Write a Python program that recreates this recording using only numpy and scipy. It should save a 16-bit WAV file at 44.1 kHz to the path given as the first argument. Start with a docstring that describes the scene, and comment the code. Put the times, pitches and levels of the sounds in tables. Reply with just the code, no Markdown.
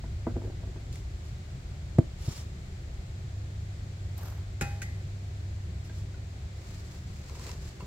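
"""A shovel knocks against the planks of a raised bed; clods break and grit rubs along the steel.
The hardest blow comes at 2 s. Just after 4 s soil slides off the blade into a big plastic pot,
and two taps on the rim set blade and pot ringing. After a few faint knocks and scrapes, feet
shuffle off through dry leaves and cracking twigs from 6.5 s.
Throughout: a distant engine's hum, low rumble and the hiss of the open yard."""
import sys
import numpy as np
from scipy import signal
from scipy.fft import rfft, irfft
from scipy.io import wavfile

SR = 44100
rng = np.random.default_rng(int(sys.argv[2]) if len(sys.argv) > 2 else 0)


def wav_record(signal):
    """Record a signal, one row per channel, as 16-bit PCM in the file named by sys.argv[1]."""
    frames = np.transpose(np.atleast_2d(signal))
    bounded = np.clip(frames, -1, 1)
    # unit amplitude maps onto the largest positive 16-bit level
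    quanta = np.round(bounded * 32767).astype(np.int16)
    wavfile.write(sys.argv[1], SR, quanta)


N = 346626
TIME_S = np.arange(N) / SR
HIT_TIME_S = np.arange(SR // 2) / SR

# blows on the planks: start_s, gain_db, lowpass_hz, decay_rate_factor
KNOCKS = [(0.038, -46, 1800, 0.68), (.267, -28.5, 1080, 0.88), (0.3638, -32, 560, 1.1),
          (.417, -44, 1200, 1), (0.4418, -49.5, 900, 0.58), (.468, -48.5, 595, 0.53),
          (0.6319, -52, 1100, 0.53), (0.7582, -51.5, 1500, 0.51), (1.9852, -14.5, 660, 2.5),
          (2.279, -37.5, 400, 1.4), (5.896, -52, 1200, 0.81), (6.174, -55, 700, 1.1)]
# low thumps on the boards and the pot: start_s, level_db, end_pitch_hz, extra_start_pitch_hz, length_s
THUDS = [(0.329, -24.5, 55.7, 5, 0.056), (1.983, -7.5, 103, 336, 0.02), (2.2774, -19, 104.5, 10, 0.02),
         (4.227, -30, 89.5, 10, .03), (4.619, -23, 82, 69, .024), (7.822, -31, 135, 20, 0.016)]
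# blade on the rim: start_s, ring_db, clash_db, pot_db, clash_highpass_hz, centre_hz, reach_oct
TAPS = [(4.6107, -37.5, -27, -25, 400, 2400, 8.6), (4.8182, -35.5, -33.5, -43, 1620, 2050, 0.12)]
# blade strokes through soil: start_s, length_s, level_db
CUTS = [(0.908, 0.063, -56.5), (1.215, 0.08, -63), (2.17, 0.225, -48.5), (5.838, 0.02, -58),
        (5.918, 0.081, -58.5)]
# clods breaking on the boards: start_s, level_db
CLOD_BREAKS = [(0.255, -47), (0.35, -48), (0.425, -47.5), (0.615, -49.5), (0.74, -59), (0.85, -56.5)]
# stones flicking the steel: start_s, gain_db, highpass_hz
STONE_TICKS = [(0.927, -41, 3000), (.957, -44, 1500), (1.985, -39.5, 1500), (4.1787, -27, 11000),
               (4.2334, -31, 11000), (4.8192, -47, 9000)]
# lumps dropping into the pot: start_s, level_db
LUMPS = [(4.209, -47), (4.231, -45.5), (4.282, -50), (4.322, -49), (4.375, -50)]
# steps in leaves: start_s, length_s, rustle_db, tread_db
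STEPS = [(6.524, 0.26, -55.5, -63), (6.81, 0.17, -58, -63), (7.02, 0.27, -58, -66), (7.275, 0.24, -50, -51),
         (7.577, 0.12, -56, -70), (7.795, 0.018, -63, -52.5)]
# twigs cracking: start_s, ring_db, pitch_hz, snap_db
TWIG_CRACKS = [(5.896, -51, 1610, -64), (6.142, -53.5, 1460, -64), (7.296, -52, 990, -44),
               (7.352, -52, 950, -56), (7.395, -52, 1015, -44), (7.418, -64, 1100, -57),
               (7.452, -58, 1050, -51), (7.466, -55, 1090, -41), (7.492, -45.5, 970, -40),
               (7.515, -65, 1050, -38.5), (7.6576, -64, 1090, -61), (7.806, -44, 1005, -62)]

# modes: pitch_hz, gain_db, base_t60_s
PLANK_MODES = [(173, 2.5, 0.046), (240.6, 2.5, 0.12), (340.4, 3, 0.09), (425, -5, 0.049),
               (475, -2.5, 0.064), (653, -2, 0.079), (878, 0.5, 0.021), (987, -7.5, 0.061),
               (1185, -10.5, 0.05), (1690, -13, 0.031), (2010, -9.5, 0.063)]
BLADE_MODES = [(585, -11, 0.52), (808, -0.5, 0.54), (1168, -19, 0.37), (1376, -6, 0.25), (1443, -11, 0.34),
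               (1577, -11, 0.45), (1706, -15, 0.45), (1838, -16, 0.45), (1927, -12, 0.26),
               (2016, -10, 0.52), (2060, -11, 0.35), (2432, -8, 0.4), (2511, -2, 0.34), (2772, -15, 0.28),
               (3865, -20, 0.52), (4624, -21, 0.52), (5644, -28, 0.52), (7086, -15, 0.28),
               (7355, -12, 0.24), (9000, -29, 0.3), (10420, -23, 0.45), (13140, -29, 0.26)]
CHOKED_MODES = [(1410, 2, 0.034), (1606, 2, 0.043), (1730, -7, 0.026), (2420, -2.5, 0.037), (7250, -6, .04)]  # blade pressed on the rim
POT_MODES = [(130.6, 3.5, 0.14), (162, 0, 0.099), (214, -2, 0.075), (249, -2.5, 0.081), (344, -2, 0.08),
             (413, -3.5, 0.078), (575, -5, 0.074)]
# twig modes: pitch_ratio, gain_db, t60_s
TWIG_MODES = [(1, 2.5, 0.063), (1.35, -7.5, 0.048), (2.15, -7, 0.047), (2.74, -4.5, .04), (4.25, -7, 0.037)]

# noise spectra: freq_hz, relative_density_db
CRUNCH_SPECTRUM = [(150, 8), (350, 8.5), (900, 2), (1500, 14), (2200, -13), (3200, 3), (8000, -5),
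                   (16000, -30)]  # soil crushed by a knock
CLOD_SPECTRUM = [(230, 2.5), (350, 10), (480, 2), (750, -2), (1100, -24), (1600, -15.5), (2400, -38),
                 (4000, -40)]
CLASH_SPECTRUM = [(200, 6.5), (600, -7), (1000, -12), (1500, 1), (2600, -6), (3300, -16), (5500, -13),
                  (7300, -4), (8500, -15), (13000, -24), (16000, -26)]  # steel on the rim
SHIMMER_SPECTRUM = [(500, 4), (800, 3), (1200, -7), (1900, 0), (2600, -7), (3300, -10), (7300, -7),
                    (9000, -14), (10400, -22), (12000, -19), (16000, -26)]  # faint, crowded blade modes
GRIT_SPECTRUM = [(300, 5), (800, 3), (1800, -1.5), (3000, -0.5), (4800, 2.5), (5700, 1.5), (6400, 6),
                 (7400, -1), (9000, -3.5), (12000, -11), (16000, -13)]
STONE_SPECTRUM = [(1500, -5), (2100, 10), (3200, 1.5), (6000, -3), (7400, 8.5), (9000, -5), (12000, -13),
                  (14000, -10), (16000, -23)]
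SLIDE_SPECTRUM = [(2000, -2), (6000, 3), (9000, -8), (11000, -5), (13000, 4), (16000, -11)]  # soil leaving the blade
LANDING_SPECTRUM = [(150, -7), (350, -10), (620, -2), (900, -5), (1300, -6), (1800, -13), (4000, -29)]  # soil landing in the pot
LEAF_SPECTRUM = [(1000, 1), (2200, 3), (3200, -1.5), (4600, 4.5), (6200, 1.5), (7400, 4), (9000, -9),
                 (12000, -10), (16000, -15)]
TREAD_SPECTRUM = [(200, 2), (400, 10), (750, -1.5), (1050, -1), (1700, -15), (3500, -29)]  # sole on the ground
RUMBLE_SPECTRUM = [(16, -25), (32, -5), (50, -1), (70, 0), (90, -1.5), (125, -3.5), (160, -9.5),
                   (205, -18.5), (250, -30), (320, -32), (420, -58), (900, -82)]
HISS_SPECTRUM = [(150, -28), (250, -6), (298, -7.5), (380, -1), (429, -8), (686, -7), (955, -14.5),
                 (2160, -13), (2810, -17.5), (4260, -16.5), (5830, -21), (7440, -19), (9010, -31.5),
                 (15200, -40), (16000, -37)]

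# engine's firing line: time_s, level_db
FIRING_LEVEL = [(0, -45), (0.45, -37.5), (1.4, -56), (2.7, -48.5), (3.35, -40.5), (5.6, -38), (6.6, -46),
                (7.86, -53)]
# engine's lesser lines: pitch_hz, level_db
ENGINE_LINES = [(72, -48.5), (80, -51), (132, -55), (184, -61)]
# yard's stereo width: freq_hz, correlation
YARD_CORRELATION = [(60, 1), (130, 0.98), (290, 0.95), (640, 0.12), (1410, -0.28), (3100, 0.024),
                    (6820, -0.019), (15000, -0.0014)]
# yard's balance: freq_hz, left_minus_right_db
YARD_BALANCE = [(60, 1), (110, -1), (200, 2.5), (380, -0.5), (700, 1.5), (1290, 2.0), (2380, 3),
                (4400, 0.0), (8120, -0.5), (15000, 7.5)]


def plank_knocks(crunch_db=-7, crunch_t60_s=0.11, settle_db=-13, settle_t60_s=0.23):
    """Blows ring damp planks and loosen soil; each has its own dullness and damping."""
    out = np.zeros((2, N))
    for start_s, gain_db, lowpass_hz, damping in KNOCKS:
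        ring = ringing([(hz, db, t60_s / damping) for hz, db, t60_s in PLANK_MODES])
        crunch = amp(crunch_db) * burst(CRUNCH_SPECTRUM, crunch_t60_s / damping, corr=0.64)
        settling = amp(settle_db) * burst(CLOD_SPECTRUM, settle_t60_s / damping, corr=0.94)
        lowpass = signal.butter(2, lowpass_hz, fs=SR)
        add(out, start_s, amp(gain_db) * signal.lfilter(*lowpass, ring + crunch + settling))
    return out


def thuds(glide_s=0.003):
    """A heavy push on the boards, or soil landing in the pot, gives a few low cycles; the higher pitches come
    first."""
    out = np.zeros((2, N))
    for start_s, level_db, end_hz, extra_hz, length_s in THUDS:
        t = np.arange(0, length_s, 1 / SR)
        window = abs(np.sin(np.pi * t / length_s)) ** 1.37
        add(out, start_s, amp(level_db) * window * tone(end_hz + extra_hz * np.exp(-t / glide_s)))
    return out


def rim_taps(bounce_s=0.0095, decay_rate_factor=0.91):
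    """Steel clashes on the rim and bounces; the pot answers hollowly and the blade rings on."""
    out, t = np.zeros((2, N)), HIT_TIME_S
    for start_s, ring_db, clash_db, pot_db, highpass_hz, centre_hz, reach_oct in TAPS:
        for hz, db, t60_s in BLADE_MODES:
            excitation = np.exp(-0.5 * (np.log2(hz / centre_hz) / reach_oct) ** 2)  # set by the spot hit
            phase = 2 * np.pi * rng.random() + 1.1 * rng.standard_normal((2, 1))
            envelope = amp(ring_db + db - 60 * decay_rate_factor * t / t60_s) * attack(0.0013)
            add(out, start_s, excitation * envelope * np.sin(2 * np.pi * hz * t + phase))
        clash = burst(CLASH_SPECTRUM, t60_s=0.077, corr=0.68)
        clash += amp(-18) * burst(SHIMMER_SPECTRUM, t60_s=0.8, corr=0.8)
        clash += amp(-8) * ringing(CHOKED_MODES)
        add(clash, bounce_s, amp(-8) * burst(GRIT_SPECTRUM, t60_s=0.049, corr=0.39))
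        highpass = signal.butter(2, highpass_hz, "high", fs=SR)
        add(out, start_s, amp(clash_db) * signal.lfilter(*highpass, clash))
        add(out, start_s, amp(pot_db) * ringing(POT_MODES) * attack(0.013))  # soft wall, slow to move
    return out


def digging(sing_db=-7):
    """Grit rubs along the blade, clods break against the boards, stones flick the steel."""
    push = sum(amp(db) * stroke(start_s, length_s, rise_share=0.62, t60_s=0.23)
               for start_s, length_s, db in CUTS)
    rub = grains(push, GRIT_SPECTRUM, per_s=8300, spread_db=2.5, clump_db=2, corr=0.44)
    # buried, only the blade's high modes sing, and briefly
    buried_modes = [(hz, 0, 0.025) for hz, _, _ in BLADE_MODES if 5000 < hz < 8000]
    steel = ringing(buried_modes)[None, :2000]
    singing = unit(signal.oaconvolve(rub, steel, axes=1)[:, :N])
    out = rub + amp(sing_db) * rub.std() * singing
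    breaking = sum(amp(db) * stroke(start_s, length_s=0.036, rise_share=0.84, t60_s=0.37)
                   for start_s, db in CLOD_BREAKS)
    out += grains(breaking, CLOD_SPECTRUM, per_s=700, spread_db=3.5, clump_db=4, corr=0.83)
    for start_s, gain_db, highpass_hz in STONE_TICKS:
        highpass = signal.butter(4, highpass_hz, "high", fs=SR)
        tick = burst(STONE_SPECTRUM, t60_s=0.022, corr=0.3)
        add(out, start_s, amp(gain_db) * signal.lfilter(*highpass, tick))
    return out


def pouring(tip_s=4.166, length_s=0.12, fall_s=0.006, slide_db=-56, landing_db=-54.5):
    """Soil hisses off the blade and patters into the pot, a few lumps among the crumbs."""
    slide = amp(slide_db) * stroke(tip_s, length_s, rise_share=0.1, t60_s=0.3)
    landing = amp(landing_db) * stroke(tip_s + fall_s, length_s, rise_share=0.15, t60_s=0.61)
    out = grains(slide, SLIDE_SPECTRUM, per_s=3200, spread_db=3.5, clump_db=4, corr=0.24)
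    out += grains(landing, LANDING_SPECTRUM, per_s=900, spread_db=0.5, clump_db=1.5, corr=0.68)
    for start_s, level_db in LUMPS:
        add(out, start_s, amp(level_db) * burst(LANDING_SPECTRUM, t60_s=0.075, corr=0.7))
    return out


def footsteps():
    """Dry leaves crumple as the weight rolls onto each shoe; twigs crack singly."""
    weight = np.array([stroke(start_s, length_s, rise_share=0.95, t60_s=0.42)
                       for start_s, length_s, _, _ in STEPS])
    _, _, rustle_db, tread_db = np.transpose(STEPS)
    out = grains(amp(rustle_db) @ weight, LEAF_SPECTRUM, per_s=3800, spread_db=0, clump_db=3, corr=0.12)
    out += grains(amp(tread_db) @ weight, TREAD_SPECTRUM, per_s=900, spread_db=3.5, clump_db=4, corr=0.98)
    for start_s, ring_db, pitch_hz, snap_db in TWIG_CRACKS:
        ring = amp(ring_db) * ringing(TWIG_MODES, pitch_hz)
        snap = amp(snap_db) * burst(LEAF_SPECTRUM, t60_s=0.02, corr=0.15)
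        add(out, start_s, ring + snap)
    return out


def fence_echoes(sound, t60_s=0.18, per_s=1500, predelay_s=0.012):
    """Thin, scattered reflections from fences and walls."""
    t = HIT_TIME_S
    echoes = rng.standard_normal((2, len(t))) * (rng.random((2, len(t))) < per_s / SR)
    echoes *= (t > predelay_s) * amp(-60 * t / t60_s)
    echoes /= np.linalg.norm(echoes, axis=1, keepdims=True)
    return signal.fftconvolve(sound, echoes, axes=1)[:, :N]


def engine(firing_hz=101.8, sag_hz_per_s=0.8, waver_hz=1.29, fade_db=2):
    """A far engine: a slowly sagging firing line, with lesser lines that waver and fade in and out."""
    firing_db = np.interp(TIME_S, *np.transpose(FIRING_LEVEL))
    hum = amp(firing_db) * tone(firing_hz - sag_hz_per_s * TIME_S)
    for line_hz, line_db in ENGINE_LINES:
        hum += amp(line_db + fade_db * drift(3)) * tone(line_hz + waver_hz * drift(3))
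    return np.sqrt(2) * hum


def yard(rumble_db=-41.5, flutter_db=1, hiss_db=-53.78, deep_hz=75, settle_s=3.8):
    """Rumble and hiss from all around, alike in both ears only in the bass."""
    hz = np.fft.rfftfreq(N, 1 / SR)
    bins = stereo(*rfft(rng.standard_normal((2, N))), curve(YARD_CORRELATION, hz))
    balance = amp(curve(YARD_BALANCE, hz) * np.array([[0.5], [-0.5]]))
    field = irfft(bins * balance, N)
    rumble = colour(field, RUMBLE_SPECTRUM) * amp(rumble_db + flutter_db * drift(11))
    deep = signal.filtfilt(*signal.butter(2, deep_hz, fs=SR), rumble)
    deep_gain = amp(-3 + 9.5 * np.exp(-TIME_S / settle_s))  # starts strong, then settles
    hiss = colour(field, HISS_SPECTRUM) * amp(hiss_db + 0.16 * drift(1.5))
    return rumble + deep * (deep_gain - 1) + hiss


def ringing(modes, pitch_scale=1):
    """Struck modes of alternating sign, each dying at its own rate."""
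    t = HIT_TIME_S
    return sum((-1) ** k * amp(db - 60 * t / t60_s) * np.sin(2 * np.pi * pitch * pitch_scale * t)
               for k, (pitch, db, t60_s) in enumerate(modes))


def burst(spectrum, t60_s, corr):
    """A spray of tiny contacts, as decaying noise."""
    noise = stereo(*rng.standard_normal((2, len(HIT_TIME_S))), corr)
    return colour(noise, spectrum) * amp(-60 * HIT_TIME_S / t60_s) * attack(0.00015)


def grains(envelope, spectrum, per_s, spread_db, clump_db, corr):
    """Small ticks of uneven size, coming in clumps."""
    size = amp(spread_db * np.minimum(rng.exponential(1, (2, N)), 4))
    ticks = rng.choice([-1, 1], (2, N)) * size * (rng.random((2, N)) < per_s / SR)
    clumps = amp(clump_db * np.tanh(drift(90)))
    return envelope * unit(colour(stereo(*ticks, corr), spectrum) * clumps)


def stroke(start_s, length_s, rise_share, t60_s):
    """Gain of one movement: builds over a share of its length, holds, then dies away."""
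    t = TIME_S - start_s
    rise = np.sin(np.pi / 2 * np.clip(t / (length_s * rise_share), 0, 1))
    return rise * amp(-60 * np.clip((t - length_s) / t60_s, 0, 2))


def attack(rise_s):
    """Exponential onset of a hit."""
    return 1 - np.exp(-HIT_TIME_S / rise_s)


def tone(pitch_hz):
    """Sine following a pitch track."""
    return np.sin(2 * np.pi * np.cumsum(pitch_hz) / SR)


def colour(x, spectrum):
    """Filters x by a spectrum, rolled off below its first point; rms one."""
    hz = np.fft.rfftfreq(x.shape[-1], 1 / SR)
    gain = amp(curve(spectrum, hz)) * np.minimum(hz / spectrum[0][0], 1) ** 2
    return unit(irfft(rfft(x) * gain, x.shape[-1]))


def drift(per_s):
    """Smooth random wander, rms one."""
    knots = rng.standard_normal(int(N / SR * per_s) + 4)
    return unit(signal.resample(knots, N))


def stereo(a, b, corr):
    """Two channels of correlation corr from two unrelated signals."""
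    mid, side = np.sqrt((1 + corr) / 2) * a, np.sqrt((1 - corr) / 2) * b
    return np.array([mid + side, mid - side])


def curve(points, hz):
    """Interpolates a table over log frequency."""
    points_hz, values = np.transpose(points)
    return np.interp(np.log(hz + 1), np.log(points_hz + 1), values)


def add(mix, start_s, sound):
    """Mixes a sound in at start_s."""
    part = mix[:, round(start_s * SR):][:, :sound.shape[-1]]
    part += sound[..., :part.shape[1]]


def amp(db):
    """Decibels to gain."""
    return 10 ** (np.asarray(db) / 20)


def unit(x):
    """Scales to rms one."""
    return x / np.sqrt(np.mean(x ** 2) + 1e-20)


def scene(echo_db=-15.5, left_delay_samples=3):
    """The work, slightly to the right and so later in the left ear, over yard and engine."""
    work = plank_knocks() + rim_taps() + digging() + pouring() + footsteps()
    work[0] = np.roll(work[0], left_delay_samples)
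    return work + amp(echo_db) * fence_echoes(work) + thuds() + yard() + engine()


def record(dry, cutoff_hz=15900):
    """Steep low-pass on the top treble."""
    lowpass = signal.firwin(511, cutoff_hz, window=("kaiser", 9), fs=SR)
    return signal.oaconvolve(dry, lowpass[None], "same")


dry = scene()
out = record(dry)
wav_record(out)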